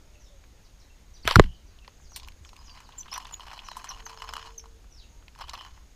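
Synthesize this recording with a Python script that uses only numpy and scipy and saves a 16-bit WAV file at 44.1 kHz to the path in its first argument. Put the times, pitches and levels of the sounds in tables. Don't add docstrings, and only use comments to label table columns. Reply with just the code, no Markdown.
import sys
import numpy as np
from scipy import signal
from scipy.io import wavfile
from scipy.ndimage import uniform_filter1d

SR = 44100
rng = np.random.default_rng(int(sys.argv[2]) if len(sys.argv) > 2 else 0)


def nominal_scale(level):
    x = np.asarray(level, float) / 20
    return 10 ** x


def materialize(psi):
    bounded = np.clip(np.atleast_2d(psi).T, -1, 1)
    quanta = np.round(bounded * 32767).astype(np.int16)
    wavfile.write(sys.argv[1], SR, quanta)


N = 262395

# f/Hz, width/Hz, level/dB
SHELL = [(1034, 170, 3), (1499, 1000, -8), (2500, 450, -13), (2907, 170, -6), (4020, 370, -8),
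         (5125, 110, -3.5)]
# f/Hz, width/Hz, level/dB
HARD_PARTS = [(6300, 1200, 0.5), (7440, 900, 1), (8800, 900, -5), (11170, 500, -6), (13600, 600, -7),
              (14500, 800, -9.5)]


def evened(x):
    return x / np.sqrt(np.mean(x ** 2) + 1e-20)


def peaked(x):
    return x / abs(x).max()


def add(mix, s, sound):
    part = mix[round(s * SR):][:len(sound)]
    part += sound[:len(part)]


def resonate(x, hz, width):
    return signal.lfilter(*signal.iirpeak(min(hz, .45 * SR), hz / width, SR), x)


def slow(hz, width):
    return evened(resonate(resonate(rng.standard_normal(N), hz, width), hz, 2 * width))


def swells(rows, rise_s, fade_db_s):
    t = np.arange(N) / SR
    power = np.zeros(N)
    for s, length, db in rows:
        rise = np.clip((t - s) / rise_s, 0, 1)
        fade_db = fade_db_s * np.maximum(t - s - length, 0)
        power += (rise * nominal_scale(db - fade_db)) ** 2
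    return np.sqrt(power)


def noise(spectrum, patchy_db):
    hz = np.fft.rfftfreq(2048, 1 / SR)
    f, db = np.transpose(spectrum)
    a, b, patches = rng.standard_normal((N // 512 + 5, 1025, 3)).T
    patches = uniform_filter1d(patches, size=20, axis=0)
    patches = evened(uniform_filter1d(patches, size=8, axis=1))
    shape_db = np.interp(np.log(hz + 1), np.log(f), db)[:, None] + patchy_db * patches
    sound = signal.istft((a + 1j * b) * nominal_scale(shape_db), nperseg=2048, noverlap=1536)[1]
    return evened(sound[:N])


def air():
    # f/Hz, density/dB per Hz
    air_spectrum = [(60, -5), (150, 3), (350, 0), (1200, -8), (6800, -12), (7500, -16.5), (11000, -22),
                    (15500, -22.5)]
    return nominal_scale(-62) * noise(air_spectrum, patchy_db=0.9)


def wind():
    # f/Hz, density/dB per Hz
    gust_spectrum = [(12, -10.5), (28, 3), (39, 5.5), (50, -2), (80, -9.5), (150, -23), (300, -30.5),
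                     (500, -64)]
    # t/s, length/s, level/dB
    gusts = [
        (.3, 0.27, -58.5),
        (1.1, 0.13, -47.5),
        (1.95, 0.11, -48),
        (2.9, 1, -54.5),
        (5.2, 0.48, -51.5),
    ]
    level = np.hypot(nominal_scale(-52), swells(gusts, rise_s=0.26, fade_db_s=23.5))
    return level * noise(gust_spectrum, patchy_db=1.0)


def insects():
    # t/s, length/s, level/dB
    choruses = [
        (.08, 0.23, -73),
        (1.85, 1.6, -71),
        (3.6, 0.92, -64.5),
        (5.0, 0.15, -68.5),
        (5.6, 0.092, -68),
    ]
    chirr = resonate(resonate(rng.standard_normal(N), 6550, 520), 6550, 520)
    throb = 1 + .22 * slow(25, 25)
    level = np.hypot(nominal_scale(-74), swells(choruses, rise_s=0.043, fade_db_s=54))
    return level * evened(chirr * throb)


def dove():
    # t/s, length/s, start f/Hz, end f/Hz, level/dB
    coos = [
        (0.021, 0.25, 604, 591, -72.5),
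        (.29, 0.11, 592, 495, -65.5),
        (3.93, 0.873, 448, 454, -62),
        (5.081, 0.17, 916, 990, -73),
    ]
    out = np.zeros(N)
    for s, length, start_hz, end_hz, db in coos:
        u = np.linspace(0, 1, round(length * SR))
        waver_hz = 4 * slow(6.3, 6)[:len(u)]
        hz = start_hz + (end_hz - start_hz) * u ** 1.62 + waver_hz
        note = np.sqrt(2) * np.sin(2 * np.pi * np.cumsum(hz) / SR)
        note = note * nominal_scale(1.5 * slow(8.9, 5.8)[:len(u)])
        add(out, s, nominal_scale(db) * note * np.sin(np.pi * u) ** 0.34)
    return out


def birds(rows, bend, fade_db, overtone_db, echo_db, t60):
    out = np.zeros(N)
    for s, length, start_hz, end_hz, db in rows:
        u = np.linspace(0, 1, round(length * SR))
        turns = np.cumsum(end_hz + (start_hz - end_hz) * (1 - u) ** bend) / SR
        note = np.sin(2 * np.pi * turns) + nominal_scale(overtone_db) * np.sin(4 * np.pi * turns)
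        add(out, s, nominal_scale(db + fade_db * u) * note * signal.windows.tukey(len(u), .4))
    out = out * nominal_scale(3.5 * slow(60, 60))
    t = np.arange(SR // 2) / SR
    tail = rng.standard_normal(len(t)) * nominal_scale(-60 * t / t60)
    return out + nominal_scale(echo_db) * signal.fftconvolve(out, tail / np.linalg.norm(tail))[:N]


def far_birds():
    # t/s, length/s, start f/Hz, end f/Hz, level/dB
    far_notes = [(.145, 0.014, 2900, 2580, -61), (.185, 0.076, 6520, 5160, -66.5),
                 (.255, 0.038, 3990, 3430, -64), (.63, 0.041, 6850, 3630, -65.5),
                 (.79, 0.042, 6820, 3620, -64.5), (.895, 0.015, 2850, 2640, -62.5),
                 (1.13, 0.055, 7100, 3165, -61), (1.222, 0.023, 5900, 4030, -56),
                 (1.53, 0.049, 5500, 3780, -71), (1.66, 0.055, 6500, 3653, -70.5),
                 (1.815, 0.018, 2743, 2655, -63.5), (2.0, 0.089, 8040, 3844, -66.5),
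                 (2.09, .026, 6970, 5640, -59.5), (2.125, 0.043, 6720, 3250, -54.5),
                 (2.43, 0.058, 8840, 4480, -63), (2.575, .04, 5070, 4970, -63),
                 (2.635, 0.054, 7420, 4600, -59.5), (2.69, 0.02, 4890, 4600, -52),
                 (2.83, 0.057, 5500, 3540, -64.5), (3.636, 0.052, 6300, 5080, -57),
                 (3.69, 0.043, 4350, 3760, -55), (4.9, 0.059, 6300, 5225, -62.5),
                 (4.962, 0.057, 5820, 3400, -57), (5.005, 0.045, 3600, 2560, -64)]
    return birds(far_notes, bend=1.4, fade_db=0, overtone_db=-41, echo_db=3, t60=.3)


def near_birds():
    # t/s, length/s, start f/Hz, end f/Hz, level/dB
    near_notes = [(2.975, 0.026, 7270, 7270, -38.5), (2.992, 0.0037, 7200, 5890, -36),
                  (2.997, 0.021, 6060, 6000, -36), (3.105, 0.014, 6230, 4700, -54),
                  (3.115, 0.01, 5100, 5300, -37.5), (3.124, 0.0092, 5180, 5680, -34),
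                  (3.134, 0.0184, 5640, 6060, -34), (3.152, 0.01, 6110, 5540, -35.5),
                  (3.324, 0.013, 7000, 7200, -44), (3.332, 0.015, 6960, 6770, -35.5),
                  (3.888, 0.019, 6230, 5280, -32), (4.053, 0.018, 6600, 6020, -36.5),
                  (4.577, 0.016, 6720, 5550, -38), (4.594, .012, 5600, 5500, -47)]
    return birds(near_notes, bend=1.15, fade_db=-2, overtone_db=-21.5, echo_db=-7, t60=0.1)


def treble(x, tilt_db):
    out = 0
    for (hz, width, db), tilt in zip(HARD_PARTS, tilt_db):
        out = out + nominal_scale(db + tilt) * resonate(resonate(x, hz, width), hz, 3 * width)
    return out


def case(x, tilt_db):
    out = 0
    for (hz, width, db), tilt in zip(SHELL, tilt_db):
        out = out + nominal_scale(db + tilt) * resonate(resonate(x, hz, width), hz, 6 * width)
    return out


def dull(x):
    return signal.sosfilt(signal.butter(2, [480, 5600], "band", fs=SR, output="sos"), x)


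def ticks(rows, shell_db, sharpness, crack_db):
    out, t = np.zeros(N), np.arange(2600) / SR
    for s, db, hz, treble_db, t60 in rows:
        shape = nominal_scale(-60 * t / t60) + nominal_scale(crack_db - 60 * t / .004)
        scratch = rng.standard_normal(len(t)) * shape * (1 - np.exp(-t / 2e-4))
        scratch[9] += nominal_scale(crack_db + 7.0)
        width = hz / sharpness
        own = resonate(resonate(scratch, hz, width), hz, 1.2 * width)
        shell = case(scratch, 3 * rng.standard_normal(len(SHELL)))
        spit = treble(scratch, 4.0 * rng.standard_normal(len(HARD_PARTS)))
        shell_gain = nominal_scale(shell_db - 4.2 * np.log2(hz / 1000))
        ring = dull(peaked(own) + shell_gain * peaked(shell))
        add(out, s, nominal_scale(db) * (peaked(ring) + nominal_scale(min(treble_db, 0)) * peaked(spit)))
    return out


def touches(rows, hz, sheen_db):
    return [(s, db, hz * (1 + 0.018 * rng.standard_normal()), sheen_db, t60) for s, db, t60 in rows]


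def rubbing(level, sheen_db, per_s, spread_db, smooth, clump_db, broad, shift_db, high_db):
    sizes = nominal_scale(spread_db * np.minimum(rng.exponential(1, N), 3))
    slips = sizes * (rng.random(N) < per_s / SR)
    grit = evened(signal.lfilter([1], [1, -.988], slips)) + smooth
    grit = grit * nominal_scale(clump_db * slow(33, 41)) * rng.standard_normal(N)
    tilt_db = [shift_db * slow(8.2, 7.1) + high_db * (hz > 3500) for hz, _, _ in SHELL]
    shell = evened(case(grit, tilt_db))
    body = evened(dull(shell + broad * evened(resonate(grit, 2100, 3000))))
    top = evened(treble(grit, np.zeros(len(HARD_PARTS))))
    return level * (body + nominal_scale(sheen_db) * top)


def twigs():
    # t/s, peak/dB, ring f/Hz, relative treble/dB, t60/s
    twig_ticks = [(0.439, -46.5, 1740, -17, 0.038), (1.846, -44.5, 2080, -24, 0.041),
                  (1.878, -34.5, 2270, -11.5, 0.01), (1.879, -37.5, 704, -34, 0.039),
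                  (2.161, -25, 3390, -1.5, 0.078), (2.198, -35, 3940, -5.5, 0.025),
                  (2.232, -36, 4050, -22, 0.032), (2.238, -47, 4000, -17, .012),
                  (2.247, -37.5, 3500, -23, .015), (2.32, -45, 2500, -14, 0.018),
                  (2.285, -33, 2230, -7, 0.011), (2.491, -37, 3670, -5.5, 0.037),
                  (2.774, -42, 1690, -22, 0.11), (2.803, -40.5, 1390, -5, 0.055),
                  (3.128, -29, 1770, -18, 0.025), (3.139, -30, 4500, 5, 0.011),
                  (3.164, -37, 2000, -20, .015), (3.349, -48, 4840, -1, .008),
                  (4.221, -29.5, 1520, -21, 0.018), (4.337, -30.5, 1580, -3.5, 0.018),
                  (5.54, -32.5, 4000, -6.5, .015), (3.269, -40, 1690, 1, 0.043),
                  (4.64, -41.5, 1000, -27, 0.032), (4.843, -47.5, 918, -26, 0.017),
                  (5.225, -47, 900, -30, .03), (5.281, -37, 2600, -20, 0.016),
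                  (5.495, -23.5, 4400, -34, 0.025), (5.351, -42, 2500, -25, 0.0099),
                  (5.516, -47, 1484, -27, 0.01), (5.71, -49, 2920, -25, 0.023),
                  (3.514, -36, 1600, -23, 0.055), (2.0, -51, 950, -31, .02), (2.565, -40.5, 5000, 1, 0.02),
                  (4.596, -44, 2500, -19, 0.033), (2.449, -38.5, 2500, -11.5, .015),
                  (5.776, -46, 926, -26, 0.042)]
    return ticks(twig_ticks, shell_db=-7.5, sharpness=0.85, crack_db=5)


def buckle():
    # t/s, peak/dB, t60/s
    clicks = [(1.7881, -43, 0.027), (2.5641, -43, 0.031), (2.6952, -42.5, 0.032), (2.9217, -43.5, 0.052),
              (3.031, -41.5, 0.018), (3.08, -44, 0.13), (3.136, -38, .03), (3.1439, -28.5, 0.037),
              (3.203, -42, .025), (3.253, -35, 0.021), (3.2813, -42, 0.022), (3.292, -43, .025),
              (3.308, -49, .04), (3.3407, -31, 0.015), (3.4064, -34.5, 0.023), (3.5905, -29, 0.048),
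              (3.9114, -36.5, 0.064), (5.4236, -43, 0.034), (5.4838, -39, 0.075), (5.552, -33, 0.028),
              (5.5925, -43, 0.047)]
    return ticks(touches(clicks, hz=2980, sheen_db=-30), shell_db=-8, sharpness=2.7, crack_db=2)


def strokes():
    # t/s, length/s, level/dB
    finger_strokes = [(2.16, 0.14, -62), (2.27, 0.011, -62), (2.55, 0.22, -59), (2.73, 0.1, -57.5),
                      (2.85, 0.52, -60.5), (3.11, 0.065, -44.5), (3.19, 0.024, -48), (3.24, 0.078, -53.5),
                      (3.4, 0.088, -50), (3.49, .11, -48.5), (3.63, 0.33, -52.5), (3.78, 0.23, -51.5),
                      (4.08, 0.04, -46), (4.18, 0.13, -50.5), (4.34, 0.055, -46), (4.43, 0.045, -48),
                      (5.375, 0.047, -46), (5.47, 0.038, -49), (5.52, 0.07, -50), (5.575, 0.054, -46.5),
                      (5.66, 0.13, -62.5)]
    level = swells(finger_strokes, rise_s=0.01, fade_db_s=261)
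    return rubbing(level, sheen_db=-16, per_s=420, spread_db=3.5, smooth=.35, clump_db=0.3,
                   broad=0.23, shift_db=3.5, high_db=-1.5)


def fingertips():
    # t/s, peak/dB, t60/s
    taps = [(2.456, -44.5, 0.072), (2.531, -41, 0.053), (2.713, -48.5, 0.045), (2.89, -40, 0.036),
            (3.127, -39, 0.056), (3.201, -35, 0.033), (3.311, -36.5, 0.037), (3.396, -35, 0.067),
            (3.433, -41, 0.027), (3.468, -38, 0.076), (3.498, -43, 0.033), (3.686, -28.5, 0.014),
            (3.715, -30, 0.022), (4.065, -29, 0.054), (4.097, -36, 0.038), (4.174, -33, 0.025),
            (4.198, -43, 0.039), (4.22, -27.5, 0.049), (4.24, -34, 0.033), (4.29, -27, 0.039),
            (4.326, -36, 0.12), (4.336, -24, 0.037), (4.366, -23.5, 0.023), (4.427, -32, 0.02),
            (4.449, -42, 0.032), (4.472, -34.5, 0.022), (4.657, -40.5, 0.055), (5.359, -43, 0.021),
            (5.576, -35, 0.041), (5.662, -42, 0.038)]
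    # t/s, peak/dB, t60/s
    catches = [
        (2.119, -46, 0.049),
        (2.275, -40.5, 0.045),
        (3.178, -25, 0.029),
        (3.248, -38, 0.042),
        (3.532, -33, 0.062),
        (3.768, -28.5, 0.11),
        (3.843, -28, 0.075),
        (5.389, -37.5, 0.012),
        (5.534, -30, 0.08),
    ]
    # t/s, peak/dB, t60/s
    pats = [(3.065, -44.5, 0.032), (3.083, -40.5, 0.03), (3.144, -39.5, 0.03), (3.167, -29.5, 0.037),
            (3.178, -50, 0.044), (3.219, -41, 0.03), (3.254, -38, 0.03), (3.331, -36, 0.028),
            (3.57, -38, 0.023), (3.732, -41, 0.03), (3.89, -37, 0.037), (3.945, -44.5, 0.03),
            (3.974, -40, 0.037), (4.309, -37, 0.033), (4.354, -28, 0.019), (4.379, -31, 0.02),
            (4.394, -35, 0.028), (4.492, -44.5, 0.027), (5.397, -38, 0.05), (5.439, -35.5, 0.035),
            (5.49, -36.5, 0.027), (5.551, -39, 0.03), (5.609, -34, 0.026), (5.627, -44, 0.03),
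            (5.684, -46, 0.03), (5.742, -54, 0.03)]
    rows = touches(taps, hz=1086, sheen_db=-13.5)
    rows += touches(catches, hz=1053, sheen_db=-6)
    rows += touches(pats, hz=1086, sheen_db=-25)
    return ticks(rows, shell_db=6.5, sharpness=2.21, crack_db=10)


def strap():
    # t/s, length/s, level/dB
    buzzes = [
        (1.255, .015, -45.5),
        (1.28, .06, -47),
        (1.44, 0.054, -59.5),
        (1.51, .02, -59.5),
        (1.58, 0.037, -71.5),
        (5.4, 0.016, -51.5),
        (5.585, 0.018, -46),
    ]
    return swells(buzzes, rise_s=0.011, fade_db_s=250) * slow(3020, 170)


def rasp():
    # t/s, length/s, level/dB
    passes = [
        (1.24, .01, -50),
        (1.256, .016, -37.5),
        (1.276, .02, -30),
        (1.296, .028, -33),
        (1.328, .024, -39),
        (1.356, .01, -37),
        (1.378, .018, -43),
        (1.405, .04, -50),
    ]
    return rubbing(swells(passes, rise_s=0.012, fade_db_s=450), sheen_db=-13, per_s=1100, spread_db=2.5,
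                   smooth=1.1, clump_db=1.5, broad=1.6, shift_db=.7, high_db=-7)


def whip():
    # t/s, peak/dB, ring f/Hz, relative treble/dB, t60/s
    whip_ticks = [(1.2528, -27, 2010, -14, 0.05), (1.2757, -9, 2830, -13.5, 0.014),
                  (1.2762, -11, 1500, -9, .01), (1.2785, -15.5, 1170, -14, 0.0094),
                  (1.2810, -15, 1420, -27.5, 0.039), (1.3005, -22, 3120, -16, .011),
                  (1.3102, -12, 3500, -15.5, 0.02), (1.3110, -14.5, 814, -24.5, 0.018),
                  (1.3535, -27, 5400, -4, 0.025), (1.3572, -1, 4094, -10.5, 0.017),
                  (1.3905, -23.5, 1800, -24, .03), (1.3965, -9, 2900, -30.5, .012),
                  (1.3975, -5, 1067, -31.5, 0.015), (1.4005, -16.5, 1716, -32, .009),
                  (1.4390, -28.5, 2260, -16, 0.015)]
    return ticks(whip_ticks, shell_db=-16, sharpness=1.5, crack_db=6)


def jolts():
    # t/s, level/dB, f/Hz, t60/s, direction
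    mount_jolts = [(1.2531, -23, 270, .012, -1), (1.2757, -22, 420, .03, -1), (1.3105, -27, 500, .025, 1),
                   (1.3637, -2, 110, .066, 1), (1.365, -11, 333.4, .03, -1), (1.368, -9, 75, .03, -1),
                   (1.373, -9.5, 30, .09, 1), (1.3866, -6, 165, .026, 1), (1.3888, -1, 140, .022, -1),
                   (1.4014, 3, 102.1, .022, -1), (1.406, -11, 21, .23, 1), (1.441, -34, 250, .04, -1),
                   (1.45, -28, 58, .25, 1), (1.49, -41, 130, .15, 1), (2.41, -40, 75, .2, 1)]
    # t/s, level/dB, f/Hz, t60/s, direction
    more_jolts = [
        (1.258, -30.5, 46, .25, 1),
        (1.262, -31, 98, .15, 1),
        (1.276, -19, 660, .03, 1),
        (1.305, -27.5, 18, .3, 1),
        (1.415, -30.5, 58, .25, 1),
        (1.445, -36.5, 180, .2, 1),
    ]
    out, t = np.zeros(N), np.arange(SR // 3) / SR
    for s, db, hz, t60, way in [*mount_jolts, *more_jolts]:
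        swing = np.sin(2 * np.pi * hz * t) * (1 - np.exp(-t * hz * 12))
        add(out, s, way * nominal_scale(db - 60 * t / t60) * swing)
    return out


def slaps():
    # t/s, peak before overload/dB, settled f/Hz, t60/s, direction
    rubber_slaps = [
        (1.3575, 5, 1370, .012, 1),
        (1.363, -1, 1100, .007, 1),
        (1.3963, 9, 390, .019, -1),
        (1.3975, -6, 1050, .014, 1),
    ]
    out, t = np.zeros(N), np.arange(SR // 3) / SR
    for s, db, hz, t60, way in rubber_slaps:
        extra = .13 + .113 * nominal_scale(db) ** 2
        slack_s = 0.00046 * extra ** 2
        turns = hz * t + extra * (1 - np.exp(-t / slack_s))
        ring = np.sin(2 * np.pi * turns) * (1 - np.exp(-t / 0.00014))
        add(out, s, way * nominal_scale(db - 60 * t / t60) * ring)
    return out


def scene():
    background = air() + wind() + insects() + dove() + far_birds() + near_birds()
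    fingers = twigs() + buckle() + strokes() + fingertips()
    release = strap() + rasp() + whip() + jolts() + slaps()
    return np.tile(background + fingers + release, (2, 1))


def roll_off(x):
    return signal.sosfilt(signal.butter(12, 16520, fs=SR, output="sos"), x)


def record(dry):
    # t/s, end/s, lowest f/Hz, level/dB
    apart = [(0, .15, 10900, -18), (1.257, 1.283, 5240, -11), (1.353, 1.389, 6260, -14),
             (2.167, 2.58, 9720, -13), (2.221, 2.263, 4650, -10), (3.756, 3.982, 7100, -13),
             (4.059, 4.186, 5450, -17), (4.267, 4.355, 4900, -13), (4.91, 4.947, 5490, -11),
             (5.263, 5.952, 9200, -11), (5.383, 5.555, 4960, -18)]
    ceiling = .97
    clipped = dry / (1 + abs(dry / ceiling) ** 4) ** (1 / 4)
    flutter = evened(uniform_filter1d(rng.standard_normal(N), size=60))
    scrambled = clipped[0] * flutter
    side = np.zeros(N)
    for s, end, hz, db in apart:
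        span = slice(round(s * SR), round(end * SR))
        high = signal.butter(8, hz, "high", fs=SR, output="sos")
        add(side, s, nominal_scale(db) * signal.sosfilt(high, scrambled[span]))
    pair = clipped + [side, -side]
    pair = signal.oaconvolve(pair, signal.firwin(255, 15300, fs=SR)[None], "same")
    return roll_off(pair)


dry = scene()
out = record(dry)
materialize(out)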